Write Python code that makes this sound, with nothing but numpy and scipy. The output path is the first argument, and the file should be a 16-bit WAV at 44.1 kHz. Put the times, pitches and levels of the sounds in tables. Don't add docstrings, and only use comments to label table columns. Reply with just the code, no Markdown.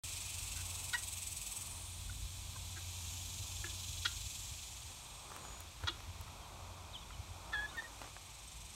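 import sys
import numpy as np
from scipy import signal
from scipy.fft import rfft, irfft, next_fast_len
from scipy.io import wavfile
from scipy.ndimage import uniform_filter1d, map_coordinates

SR = 44100
rng = np.random.default_rng(int(sys.argv[2]) if len(sys.argv) > 2 else 0)


def file_out(sig):
    cols = np.atleast_2d(sig).T
    lim = np.clip(cols, -1, 1)
    pcm = np.round(lim * 32767).astype(np.int16)
    wavfile.write(sys.argv[1], SR, pcm)


N = 385875
T = np.arange(N) / SR


def amp(db):
    return 10 ** (np.asarray(db) / 20)


def unit(x):
    return x / np.sqrt(np.mean(x ** 2) + 1e-20)


def add(out, start, sound):
    out[round(start * SR):][:len(sound)] += sound


def wobble(rate):
    return map_coordinates(rng.standard_normal(int(N * rate / SR) + 4), [T * rate])


def swell(full, let_go, rise, fall):
    return -rise * np.maximum(full - T, 0) - fall * np.maximum(T - let_go, 0)


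def hump(time, half_length):
    return np.exp(-((T - time) / half_length) ** 2)


def filtered(x, response):
    size = next_fast_len(len(x) + 8192)
    return irfft(rfft(x, size) * response(np.fft.rfftfreq(size, 1 / SR)), size)[:len(x)]


def coloured(x, spectrum):
    freqs, db = np.transpose(spectrum)
    return unit(filtered(x, lambda hz: amp(np.interp(np.log(hz + 1), np.log(freqs), db, left=-80))))


def resonant(x, modes):
    def peak(hz, centre, width):
        return (2j * hz * width / (centre ** 2 - hz ** 2 + 2j * hz * width)) ** 2
    return unit(filtered(x, lambda hz: sum(amp(db) * peak(hz, f, width) for f, width, db in modes)))


def grains(rate, spread_db):
    sizes = rng.choice([-1, 1], N) * amp(spread_db * rng.uniform(-1.04, 1, N))
    return unit(sizes * (rng.random(N) < rate / SR))


# (full at [s], let go at [s], level [dB])
ENGINE_SWELLS = [(0, 1.013, -54.5), (1.994, 3.946, -51), (5.81, 6.7, -58.5), (7.2, 7.3, -61),
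                 (8.7, 8.75, -63.5)]
# (frequency [Hz], level [dB])
RUMBLE_SPECTRUM = [(20, -17), (32, -12), (45, -0.5), (56, 5), (68, -1.5), (100, -3), (125, -7.5),
                   (155, -14.5), (220, -19.5), (300, -25), (600, -51)]
def engine():
    swells = [db + swell(full, let_go, rise=21, fall=21) for full, let_go, db in ENGINE_SWELLS]
    drone_db = np.max(swells, axis=0)
    rumble_db = -54.5 + .28 * (drone_db - drone_db.mean())
    rumble = amp(rumble_db + 1.23 * wobble(6.8)) * coloured(rng.standard_normal(N), RUMBLE_SPECTRUM)
    pitch_hz = 88.3 + 1.354 * wobble(9.3)
    phase = 2 * np.pi * np.cumsum(pitch_hz) / SR
    return rumble + amp(drone_db + 2.25 * wobble(6.6)) * unit(np.sin(phase))


# (time [s], half length [s], boost [dB])
BREEZE_GUSTS = [(5.384, 0.46, 3), (6.785, 0.44, 6), (7.63, 0.34, 5.5)]
# (frequency [Hz], level [dB])
BREEZE_SPECTRUM = [(120, 6), (250, -4), (340, -0.5), (460, -4), (700, 2.5), (950, 5), (1200, 2),
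                   (1550, -7.5), (2000, -38), (4000, -40)]
def breeze():
    level_db = -62 + sum(db * hump(time, half) for time, half, db in BREEZE_GUSTS)
    return amp(level_db + 1.2 * wobble(2.4)) * coloured(rng.standard_normal(N), BREEZE_SPECTRUM)


# (frequency [Hz], level [dB])
CHORUS_SPECTRUM = [(1500, -6.5), (2000, -4), (2450, 4.5), (2850, -2), (3400, 2), (4100, 0), (4950, -4),
                   (5600, -1), (8400, -3.5), (10400, -14), (11400, -8), (12300, -11.5), (13200, -14.5),
                   (16000, -25)]
def chorus():
    return amp(-58 + 0.55 * wobble(2.36)) * coloured(rng.standard_normal(N), CHORUS_SPECTRUM)


# (time [s], base level [dB], extra for the click [dB])
HANDLING_TICKS = [(4.918, -60, -20), (5.038, -63, -12), (5.317, -49.5, -13), (5.364, -50, 8),
                  (5.451, -51, -22), (5.605, -54.5, 17), (5.837, -46.5, -20), (6.004, -50.5, -1),
                  (6.212, -53.5, 9), (7.771, -55, 7), (7.822, -50.5, -10), (8.016, -45, -7),
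                  (8.041, -49, -19), (8.166, -50, -20)]
# (frequency [Hz], level [dB])
KNOCK_SPECTRUM = [(150, -8), (340, -2), (600, -3.5), (1200, 1), (2200, -12.5), (5000, -18), (12000, -32)]
CLICK_SPECTRUM = [(3000, -18), (6000, 0), (10000, -2), (15000, -3)]
def handling():
    knock_s, click_s = 0.025, 0.0093
    out, t = np.zeros(N), np.arange(SR // 10) / SR
    for time, db, click_db in HANDLING_TICKS:
        knock = coloured(rng.standard_normal(len(t)), KNOCK_SPECTRUM)
        click = coloured(rng.standard_normal(len(t)), CLICK_SPECTRUM)
        add(out, time, amp(db + 6.5 - 60 * t / knock_s) * knock)
        add(out, time, amp(db + click_db - 0.5 - 60 * t / click_s) * click)
    return out


# (time [s], half length [s], level [dB])
RUSTLE_SWELLS = [(.2, .45, -66.5), (4.9, 0.034, -69), (5.33, 0.052, -59), (5.478, 0.17, -58.5),
                 (5.844, 0.038, -55.5), (5.977, 0.19, -62.5), (7.726, 0.33, -62), (8.05, 0.047, -58)]
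def rustles():
    loudness = sum(amp(db) * hump(time, half) for time, half, db in RUSTLE_SWELLS)
    return loudness * coloured(grains(rate=1200, spread_db=12), KNOCK_SPECTRUM)


# (time [s], level [dB])
SOFT_BUMPS = [(3.41, -41), (3.606, -37.5), (3.898, -37), (4.17, -42), (4.52, -40), (4.851, -44),
              (5.849, -34.5), (6.098, -40.5), (6.209, -41), (7.2, -38.5), (7.31, -41)]
def bumps():
    out, t = np.zeros(N), np.arange(SR // 10) / SR
    middle = t.mean()
    bump = np.exp(-((t - middle) / 0.012) ** 2) * np.sin(2 * np.pi * 85 * t)
    for time, db in SOFT_BUMPS:
        add(out, time - middle, amp(db) * bump)
    return out


def whistle(hz, tone, waver):
    phase = 2 * np.pi * np.cumsum(hz * (1 + waver * wobble(317)[:len(hz)])) / SR
    return unit(sum(amp(db) * np.sin(multiple * phase) for multiple, db in tone))


# (time [s], length [s], first pitch [Hz], last pitch [Hz], level [dB])
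PEEP_NOTES = [(2.04, 0.042, 4000, 3400, -63), (2.25, .04, 4100, 3520, -65), (5.405, 0.23, 7180, 7070, -58),
              (6.40, .06, 3600, 3200, -62), (6.926, 0.045, 4650, 3100, -45),
              (6.967, 0.027, 3450, 3970, -53), (7.002, 0.037, 4150, 3400, -58),
              (7.12, .032, 3600, 3020, -59), (7.685, .028, 3500, 3950, -53), (7.708, .032, 3950, 3000, -58)]
def peeps():
    glide_ease, db_per_octave = 1.9, -24
    out = np.zeros(N)
    for time, length, first_hz, last_hz, db in PEEP_NOTES:
        progress = np.linspace(0, 1, int(length * SR))
        hz = last_hz + (first_hz - last_hz) * (1 - progress) ** glide_ease
        shape = np.sqrt(np.abs(np.sin(np.pi * progress))) * amp(db_per_octave * np.log2(hz / hz.min()))
        add(out, time, amp(db) * shape * whistle(hz, tone=[(0.97, 0)], waver=0.0027))
    return out * (1 + .25 * wobble(500))


# (time [s], length [s], lowest pitch [Hz], climb [Hz/s], level [dB], fade-in [s], fade-out [dB/s])
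WHINE_NOTES = [(7.526, 0.141, 831, 300, -38, 0.0093, 45), (7.754, 0.059, 899, 900, -40, 0.034, 420),
               (7.82, 0.054, 920, 900, -52, 0.022, 207)]
# (multiple of the pitch, level [dB])
WHINE_HARMONICS = [(1, -15), (2, 2.5), (3, -23), (4, -10), (5, -24)]
def whines():
    scoop_share, scoop_s = 0.112, 0.0386
    out = np.zeros(N)
    for time, length, low_hz, climb, db, fade_in, fade_out in WHINE_NOTES:
        t = np.arange(int(length * SR)) / SR
        scoop = scoop_share * np.maximum(1 - t / scoop_s, 0) ** 1.41
        hz = low_hz * (1 + scoop) + climb * np.maximum(t - scoop_s, 0)
        shape = np.clip(np.minimum(t / fade_in, (length - t) / 0.0056), 0, 1) ** 2
        loudness = amp(db - fade_out * np.maximum(t - fade_in, 0)) * shape
        add(out, time, loudness * whistle(hz, WHINE_HARMONICS, waver=.01))
    return out * (1 + 0.08 * wobble(700)) * amp(wobble(72))


# (time [s], length [s], pitch [Hz], level [dB], throat note [Hz], beak level [dB], roughness [0-1])
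HEN_CLUCKS = [(0.544, 0.086, 516, -57.5, 1520, -24.5, 0.58), (0.929, 0.017, 729, -34.5, 1530, -1, 0.54),
              (0.939, 0.024, 960, -33, 1640, -10, 0.08), (2.092, 0.011, 722, -49, 1460, -32, 0.25),
              (2.554, 0.019, 524, -52.5, 1020, -28, 0.2), (2.758, 0.033, 323, -50.5, 1590, -20, 0.57),
              (3.638, 0.016, 345, -41.5, 1700, -24, 0.4), (3.665, .008, 342, -50, 1680, -11, 0.6),
              (4.048, 0.022, 476.3, -30, 1510, 3, 0.65), (4.894, 0.041, 255, -59, 503, -30, 0.04),
              (5.869, 0.024, 472.6, -32.5, 1270, 2.5, 0.5), (5.881, 0.023, 315, -39.5, 1310, 6, 0.1),
              (6.275, 0.011, 660, -52.5, 1320, -22, 0.5), (7.102, 0.01, 674, -51, 1320, -24, 0.5),
              (7.515, .035, 678, -45.5, 1350, -4.5, 0.54), (7.735, 0.031, 725, -53.5, 1460, -18, 0.3)]
# (multiple of the throat note, width [Hz], level [dB])
THROAT_MODES = [(.7, 190, -52), (1, 260, 20), (1.24, 172, 12), (1.45, 170, 4)]
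# (frequency [Hz], width [Hz], level [dB])
BEAK_MODES = [(2875, 46, -3.5), (3440, 170, 1), (3830, 390, -2), (4230, 1170, -12.5)]
CHEST_MODES = [(346, 33, 0)]
def clucks():
    jitter_share, chest_hz = .06, CHEST_MODES[0][0]
    out, t = np.zeros(N), np.arange(SR // 8) / SR
    for time, length, hz, db, throat_hz, beak_db, rough in HEN_CLUCKS:
        jitter, hiss = rng.standard_normal((2, len(t)))
        pitch_hz = hz * (1 + jitter_share * rough * unit(uniform_filter1d(jitter, SR // 400)))
        phase = 2 * np.pi * np.cumsum(pitch_hz) / SR
        pulses = unit(sum(np.cos(k * phase) for k in range(1, 15)))
        shape = np.sin(np.pi * np.minimum(t / length, 1)) ** 2
        voice = np.sqrt(shape) * ((1 - rough) * pulses + rough * hiss * (1 + np.cos(phase)))
        throat = [(k * throat_hz, width, level) for k, width, level in THROAT_MODES]
        call = unit(resonant(voice, throat) + amp(beak_db) * resonant(voice, BEAK_MODES))
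        octaves_above_chest = np.log2(max(hz / chest_hz, 1))
        boom = amp(-10 - 41 * octaves_above_chest) * resonant(voice, CHEST_MODES)
        add(out, time, amp(db) * (call + boom) * np.sqrt(shape.mean()))
    return out


# (full at [s], let go at [s], rise [dB/s], fall [dB/s],
# pitch when full [Hz], sinking [Hz/s], width [Hz], level [dB])
SONG_TRAILS = [(1.69, 1.9, 75, 49, 9080, 800, 420, -57), (2.05, 2.7, 8, 3, 12150, 547, 260, -71.5),
               (2.052, 2.6, 12, 13, 6110, 201, 220, -72), (4.32, 4.42, 42, 39, 7510, 506, 380, -57.5),
               (4.852, 5.35, 14, 25, 8400, 60, 450, -64)]
def trails():
    out = np.zeros(N)
    for full, let_go, rise, fall, hz, sinking, width_hz, db in SONG_TRAILS:
        flutter = filtered(rng.standard_normal(N), lambda f: 1 / (1 + (f / width_hz) ** 2))
        phase = 2 * np.pi * np.cumsum(hz - sinking * (T - full)) / SR
        out += amp(db + swell(full, let_go, rise, fall)) * unit(flutter * np.sin(phase))
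    return out


def throb(depth_db):
    gain = amp(depth_db)
    return gain / np.sqrt(uniform_filter1d(gain ** 2, SR // 7))


# (frequency [Hz], level [dB])
RASP_1 = [(1700, -21), (2100, -12), (2500, -0.5), (2900, -6.5), (3700, -3.5), (4900, -7), (6600, -1.5),
          (8500, -1.5), (9500, -6.5), (10400, -12), (11200, -7), (12200, -10), (13000, -15.5),
          (16000, -16.5)]
RASP_2 = [(1900, -46), (2450, 3), (2850, -2.5), (3300, 7.5), (4100, 4.5), (4950, -0.5), (6000, 0.5),
          (7300, -1.5), (8300, 4), (9200, -7), (10400, -19), (11500, -6.5), (13200, -15), (16000, -22)]
RASP_3 = [(2200, -6.5), (4800, -5.5), (6300, 2), (7800, -6), (9300, -6.5), (12000, -7), (16000, -18)]
RASP_4 = [(2000, -23), (2500, -12.5), (3500, -5), (4900, -11), (6000, -4), (7500, -2.5), (9000, -6),
          (10400, -11), (11400, -8), (16000, -24)]
# (frequency [Hz], width [Hz], level [dB])
BELLY_1 = [(7880, 110, 0), (8060, 90, -5), (8470, 150, -3)]
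BELLY_2 = [(7100, 720, 0), (8000, 2100, 4)]
BELLY_3 = [(6870, 540, -0.72), (7310, 620, -0.28)]
BELLY_4 = [(8200, 220, -1), (8360, 450, 0)]
# (full at [s], let go at [s], rise [dB/s], fall [dB/s], rasp level [dB],
# treble level [dB], ring level [dB], brightening while held [dB/s]); negative brightening dulls it
CICADA_SONGS = [(0, 1.59, 30, 58, -51, -46, -50.5, 5), (2.2, 4.03, 2, 9.5, -49.5, -56.5, -68, -5.5),
                (3.1, 4.39, 16, 14, -53.5, -53.5, -54, 0.5), (8.72, 11.3, 7, 10, -56, -65, -64, 0.5)]
# (starts slowing at [s], first rate [Hz], settled rate [Hz], settling time [s])
CICADA_BEATS = [(0.089, 23.962, 19.508, 0.844), (2.76, 35.947, 21.262, 0.277),
                (3.354, 35.947, 21.362, 0.339), (7.955, 31.132, 22.484, 0.14)]
# (rasp depth [dB], ring depth [dB])
THROB_DEPTHS = [(9, 22), (7.5, 5.5), (2.5, 3.5), (5, 14)]
def cicada(singer, rasp_spectrum, belly_modes):
    full, let_go, rise, fall, rasp_db, treble_db, ring_db, brightening = CICADA_SONGS[singer]
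    slows_at, first_hz, settled_hz, settling_s = CICADA_BEATS[singer]
    rasp_depth, ring_depth = THROB_DEPTHS[singer]
    blur_hz, treble_hz = 3.3, 7900
    effort = amp(swell(full, let_go, rise, fall))
    bright_db = brightening * (np.clip(T, full, let_go) - let_go)
    beat_hz = settled_hz + (first_hz - settled_hz) * np.exp(-np.maximum(T - slows_at, 0) / settling_s)
    beats = np.cumsum(beat_hz) / SR
    swing = np.cos(2 * np.pi * (beats - np.interp(slows_at, T, beats)))
    depth = np.exp((settled_hz - beat_hz) / blur_hz) * effort ** .3 * (1 + .07 * wobble(18))
    pump = depth * np.clip(.5 + swing / np.sqrt(2), 0, 1) ** 2
    clicks = coloured(grains(rate=8000, spread_db=6), rasp_spectrum)
    treble = filtered(clicks, lambda hz: hz ** 4 / (hz ** 4 + treble_hz ** 4))
    rasp = (clicks - treble) * amp(rasp_db - 0.72 * bright_db)
    rasp += treble * amp(treble_db + 0.39 * bright_db)
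    ring = resonant(grains(rate=5000, spread_db=-0.5), belly_modes) * amp(ring_db + bright_db)
    return effort * (rasp * throb(rasp_depth * pump) + ring * throb(ring_depth * pump))


def near_cicadas():
    voices = [(RASP_1, BELLY_1), (RASP_2, BELLY_2), (RASP_3, BELLY_3), (RASP_4, BELLY_4)]
    return sum(cicada(singer, rasp, belly) for singer, (rasp, belly) in enumerate(voices))


def yard(x, echo_db, fade_s):
    t = np.arange(SR // 3) / SR
    echoes = unit(rng.standard_normal(len(t)) * amp(-60 * t / fade_s) * (t > .002)) / np.sqrt(len(t))
    return x + amp(echo_db) * signal.fftconvolve(x, echoes)[:N]


def scene():
    insects = yard(near_cicadas() + trails(), echo_db=-8, fade_s=0.049) + chorus()
    birds = yard(clucks() + whines() + peeps(), echo_db=-13, fade_s=0.24)
    small_noises = handling() + rustles() + bumps()
    mono = engine() + breeze() + small_noises + birds + insects
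    return np.array([mono, mono])


def record(dry):
    open_s, top_hz = .036, 15800
    return np.array([filtered(x * (T > open_s), lambda hz: hz < top_hz) for x in dry])


dry = scene()
out = record(dry)
file_out(out)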